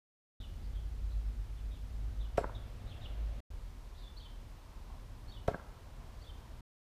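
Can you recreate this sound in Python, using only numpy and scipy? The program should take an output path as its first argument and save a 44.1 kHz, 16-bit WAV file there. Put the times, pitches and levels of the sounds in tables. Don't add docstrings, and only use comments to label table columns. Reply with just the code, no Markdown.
import sys
import numpy as np
from scipy import signal
from scipy.fft import rfft, irfft, next_fast_len
from scipy.io import wavfile
from scipy.ndimage import map_coordinates

SR = 44100
rng = np.random.default_rng(int(sys.argv[2]) if len(sys.argv) > 2 else 0)


def store_wav(level_fs):
    pcm = np.round(np.clip(np.atleast_2d(level_fs), -1, 1) * 32767)
    wavfile.write(sys.argv[1], SR, pcm.T.astype(np.int16))


N = 300762
TIME = np.arange(N) / SR


def amp(db):
    return 10 ** (np.asarray(db) / 20)


def unit(x):
    return x / np.sqrt(np.mean(x ** 2) + 1e-20)


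def along(points, hz):
    f, v = np.transpose(points)
    return np.interp(np.log(hz + 1), np.log(f + 1), v)


def curves(table):
    s, *columns = np.vstack(table).T
    return [np.interp(TIME, s, column) for column in columns]


def wobble(knots_per_s):
    return map_coordinates(rng.standard_normal(400), [TIME * knots_per_s], mode="wrap")


def filtered(x, gain):
    m = next_fast_len(len(x) + 8192)
    return irfft(rfft(x, m) * gain(np.fft.rfftfreq(m, 1 / SR)), m)[:len(x)]


def noise(spectrum, n=N):
    return unit(filtered(rng.standard_normal(n), lambda hz: amp(along(spectrum, hz))))


def band(x, low_hz, high_hz):
    return signal.sosfilt(signal.butter(2, [low_hz, high_hz], "band", fs=SR, output="sos"), x)


def band_noise(low_hz, high_hz, n=N):
    return unit(band(rng.standard_normal(n), low_hz, high_hz))


def fade(t, t60):
    return np.exp(-np.log(1000) * t / t60)


def rise(t, tau):
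    return 1 - np.exp(-t / tau)


def add(track, s, x):
    part = track[max(round(s * SR), 0):][:len(x)]
    part += x[:len(part)]


def scatter(x, decay, build_s):
    hz, t, bins = signal.stft(rng.standard_normal(SR), SR, nperseg=256)
    bins = bins * fade(t, along(decay, hz)[:, None]) * rise(t, build_s)
    tail = signal.istft(bins, SR, nperseg=256)[1]
    return signal.fftconvolve(x, tail / np.linalg.norm(tail))[:N]


# t/s, rumble level/dB, traffic level/dB (both before trim)
ROAD_LEVELS = [
    [(0.62, -53, -66.5), (1.49, -53.5, -67), (2.61, -53, -64), (2.86, -51.5, -63.5), (3.22, -52, -61.5)],
    [(3.72, -58.5, -67), (4.06, -57, -67.5), (5.46, -54, -65), (5.72, -56, -64), (6.3, -56, -65)],
]
# f/Hz, relative density/dB
RUMBLE_SPECTRUM = [(12, -18), (22, -2.5), (38, 2.5), (55, 0), (72, -3.5), (90, -7), (110, -9.5),
                   (135, -13.5), (190, -21.5), (240, -18), (290, -26), (400, -32), (800, -65.5)]
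TRAFFIC_SPECTRUM = [(150, -26.5), (300, 0.5), (600, 0), (800, -2), (1000, -5.5), (1250, -5.5), (1700, -11),
                    (2500, -18), (4000, -20.5), (7000, -47)]
# t/s, level/dB
TYRE_LEVELS = [(3.4, -86.5), (3.55, -73), (4.5, -70.5), (4.95, -68.5), (5.4, -71), (6.6, -69)]
def roads(rumble_trim_db=6.5, traffic_trim_db=1.0):
    rumble_db, traffic_db = curves(ROAD_LEVELS)
    rumble = amp(rumble_db + rumble_trim_db + 1.1 * wobble(8)) * noise(RUMBLE_SPECTRUM)
    traffic = amp(traffic_db + traffic_trim_db + .5 * wobble(7.4)) * noise(TRAFFIC_SPECTRUM)
    tyres = amp(curves(TYRE_LEVELS)[0] + 1.4 * wobble(9)) * band_noise(850, 1100)
    return rumble + traffic + tyres


def engine(hz, db, octave_db):
    phase = 2 * np.pi * np.cumsum(hz) / SR
    octave = amp(octave_db + 2.8 * wobble(7)) * np.sin(2 * phase + .6 * wobble(6))
    return amp(db + .98 * wobble(7)) * np.sin(phase) + octave


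# t/s, fundamental level/dB, octave level/dB
STEADY_LEVELS = [(.45, -45.5, -66), (.75, -40, -65), (1.17, -34, -57), (1.6, -42.5, -55.5),
                 (2.2, -39, -53.5), (3.0, -50, -54.5), (3.25, -34, -53), (3.4, -42, -52), (3.5, -69.5, -75)]
# t/s, firing f/Hz, level/dB
VEHICLE_RUN = [(.4, 40.07, -44), (1.2, 43.38, -40.5), (2.2, 47.63, -49), (2.6, 50.83, -54.5),
               (3.4, 51, -54), (3.52, 43.7, -40.5), (3.9, 38.55, -53), (4.3, 37.77, -49), (4.6, 36, -58)]
def engines(steady_hz=52.23):
    steady = engine(np.full(N, steady_hz), *curves(STEADY_LEVELS))
    hz, db = curves(VEHICLE_RUN)
    return steady + engine(hz, db, octave_db=db - 12)


# f/Hz, relative density/dB
LEAF_SPECTRUM = [(800, -2), (2000, -2), (3400, -3), (5000, -5), (7000, -9), (10000, -12), (13000, -14),
                 (14200, -13), (15500, -19.5)]
def leaves():
    return amp(-67 + .2 * wobble(3.4)) * noise(LEAF_SPECTRUM)


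def whistles(shape, calls, rasp):
    song = np.zeros(N)
    at, ratio, shape_db = np.transpose(shape)
    for s, length, hz, db, depth in calls:
        n = int(length * SR)
        progress = np.linspace(0, 1, n)
        pitch = hz * np.interp(progress, at, ratio) ** depth * (1 + rasp * wobble(450)[:n])
        level_db = db + np.interp(progress, at, shape_db) + 3.4 * wobble(140)[:n]
        envelope = amp(level_db) * signal.windows.tukey(n, .1)
        add(song, s, envelope * np.sin(2 * np.pi * np.cumsum(pitch) / SR))
    return song


# share of length, pitch ratio, level/dB
CHIRP_CONTOUR = [(0, .96, -10), (.2, 1.01, -4), (.42, 1.04, -1.5), (.58, .92, 0), (.78, .82, -2),
                 (1, .76, -3.5)]
ARCH_CONTOUR = [(0, 1.0, -8.5), (.1, 1.12, -1), (.28, 1.15, -1.5), (.32, 0.81, -6), (.4, .82, -6),
                (.47, 1, -0.5), (.58, .84, -9), (.76, .91, 2.5), (.86, .79, -3.5), (1, .77, 1)]
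# t/s, length/s, f/Hz, base level/dB, glide depth (chirps only)
CHIRP_CALLS = [(0.38, 0.075, 3575, -57, 0.85), (0.608, .07, 4700, -71, 0.29),
               (0.729, 0.072, 3460, -63.5, 0.62), (1.091, 0.05, 4150, -67.5, .2),
               (1.564, 0.046, 3372, -67, 0.79), (1.698, 0.084, 3640, -66, .9),
               (2.188, 0.08, 3590, -61.5, 0.73), (2.533, 0.052, 3650, -61, .5),
               (2.861, 0.087, 3725, -58.5, 1.2), (3.007, 0.066, 3650, -57, 1.05),
               (3.942, .15, 3830, -62.5, 0.5), (3.959, 0.083, 4680, -70.5, 0.34)]
ARCH_CALLS = [(4.164, .11, 3900, -56.5), (5.273, 0.11, 3905, -58.5), (6.209, 0.1, 4040, -58)]
def birds(house_delay_s=.061, house_db=-15.5):
    song = whistles(CHIRP_CONTOUR, CHIRP_CALLS, rasp=.055)
    song += whistles(ARCH_CONTOUR, [(*call, 1) for call in ARCH_CALLS], rasp=.025)
    trees = scatter(song, [(3000, .39), (6000, .46)], build_s=.0028)
    out = amp(-.5) * song + amp(-2.5) * trees
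    add(out, house_delay_s, amp(house_db) * song)
    return out


# t/s, rustle level/dB
GUST_LEVELS = [(2.3, -91), (2.6, -74), (3.0, -69.5), (3.4, -69), (3.5, -85)]
def gust():
    rustle = band_noise(1500, 3400)
    whoosh = amp(3.5) * band_noise(480, 700)
    return amp(curves(GUST_LEVELS)[0] + wobble(12)) * (rustle + whoosh)


# f/Hz, relative density/dB
FIBRE_SPECTRUM = [(300, -9.5), (1200, -3.5), (2500, 2), (4000, -0.5), (8000, -11), (11500, -15.5),
                  (13000, -19.5), (16000, -27.5)]
# f/Hz, relative level/dB, t60/s
BLADE_MODES = [(3020, -4, .1), (5200, -9, .13), (5303, -0.5, .11), (7600, -7.5, 0.22), (7860, -6.5, .14),
               (10330, -9.5, .15)]
def blade_tick(t, stop_s, bite_db, blade_db, blur_hz=130):
    cutting = fade(np.maximum(t - stop_s, 0), .022)
    rustle = .6 * fade(t, .29)
    bite = noise(FIBRE_SPECTRUM, len(t)) * (cutting + rustle) * rise(t, .0002)
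    clink = sum(amp(db) * fade(t, t60) * band_noise(hz - blur_hz, hz + blur_hz, len(t))
                for hz, db, t60 in BLADE_MODES)
    return amp(bite_db) * bite + amp(blade_db) * clink


# f/Hz, relative level/dB, t60/s
TARGET_MODES = [(312, -10, 0.034), (425, -5, 0.065), (562, -0.5, 0.045), (685, -2.5, 0.057),
                (736, -6.5, 0.056), (935, -14.5, 0.048), (1118, -20, 0.08), (1353, -16.5, 0.05),
                (1506, -21.5, 0.043), (1636, -22, .048), (1847, -31, .06), (2100, -23, 0.021),
                (2590, -33.5, .05)]
def target_ring(t, tilt_db):
    ring = np.zeros(len(t))
    for k, (hz, db, t60) in enumerate(TARGET_MODES):
        gain = (-1) ** k * amp(db + tilt_db * np.log2(hz / 600))
        ring += gain * fade(t, t60) * np.sin(2 * np.pi * hz * t)
    return ring


def trunk_push(t):
    u = (t - .0045) / .003
    return (1 - 1.5 * u * u) * np.exp(-u * u) * rise(t, .0011)


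# delay t/s, relative level/dB, low f/Hz, high f/Hz, smear/s
REFLECTORS = [(.03, -9, 168.7, 403, .001), (.055, -15, 799, 1820, 0.0014),
              (0.062, -5.5, 950, 2130, 0.00053), (0.0605, -6.5, 128, 340, 0.0011),
              (.069, -19, 850, 1800, 0.0027), (.072, -12.5, 140, 360, .006), (.114, -17, 920, 1700, .0007),
              (.114, -19.5, 130, 330, .003)]
def echoes(x, roughness=.28):
    out, t = np.zeros(N), np.arange(SR // 20) / SR
    for delay, db, low_hz, high_hz, smear in REFLECTORS:
        grain = rng.standard_normal(len(t)) * np.exp(-t / smear)
        surface = roughness * grain / np.linalg.norm(grain) + (t == 0)
        add(out, delay, amp(db) * signal.oaconvolve(x, band(surface, low_hz, high_hz)))
    return out


# f/Hz, t60/s
GARDEN_DECAY = [(100, 0.46), (500, 0.51), (1200, .8), (4000, 0.2), (10000, 0.075)]
# t/s, stopping time/s, thud level/dB, pitch ratio, tilt/(dB per octave),
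# push level/dB, bite level/dB, blade level/dB, slap gain/dB, beam f/Hz
KNIFE_HITS = [(2.374, .0043, -19, 1.0, 1, -28, -50, -53.5, 1, 958),
              (5.4774, 0.00273, -21.5, 0.99, 1.1, -22.5, -51.5, -73, 1.5, 1610)]
def knives():
    out, t = np.zeros(N), np.arange(SR // 2) / SR
    for s, stop_s, thud_db, pitch, tilt_db, push_db, bite_db, blade_db, slap_db, beam_hz in KNIFE_HITS:
        tick, thud, slap, beam = np.zeros((4, N))
        add(tick, s, blade_tick(t, stop_s, bite_db, blade_db))
        blow = amp(thud_db) * target_ring(t * pitch, tilt_db) + amp(push_db) * trunk_push(t)
        add(thud, s + stop_s, blow)
        face = amp(slap_db) * blow / (1 + (t / .0059) ** 4)
        add(slap, s + stop_s, face)
        add(beam, s + stop_s, face + amp(5) * band(face, beam_hz - 130, beam_hz + 130))
        near = scatter(slap, [(200, .18), (600, .091), (1200, .23), (3000, .25)], build_s=.008)
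        far = scatter(band(slap, 800, 5000) + tick, GARDEN_DECAY, build_s=.044)
        out += tick + thud + echoes(beam) + amp(-11) * near + amp(-18) * far
    return out


# t/s, level/dB
FAR_KNOCKS = [(4.899, -55), (4.938, -56)]
def knocks():
    out, t = np.zeros(N), np.arange(SR // 4) / SR
    for s, db in FAR_KNOCKS:
        add(out, s, amp(db) * band_noise(724, 1050, len(t)) * fade(t, .12) * rise(t, .0015))
    return out


def scene():
    events = knives() + birds() + knocks()
    background = engines() + roads() + gust() + leaves()
    return (events + background)[None]


# start t/s, end t/s
STRETCHES = [(.401, 3.405), (3.503, 6.609)]
def record(dry, ramp_s=.002, top_hz=15400):
    gate = sum(np.clip(np.minimum(TIME - start, end - TIME) / ramp_s, 0, 1) for start, end in STRETCHES)
    return filtered(dry[0] * gate, lambda hz: hz < top_hz)[None]


dry = scene()
out = record(dry)
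store_wav(out)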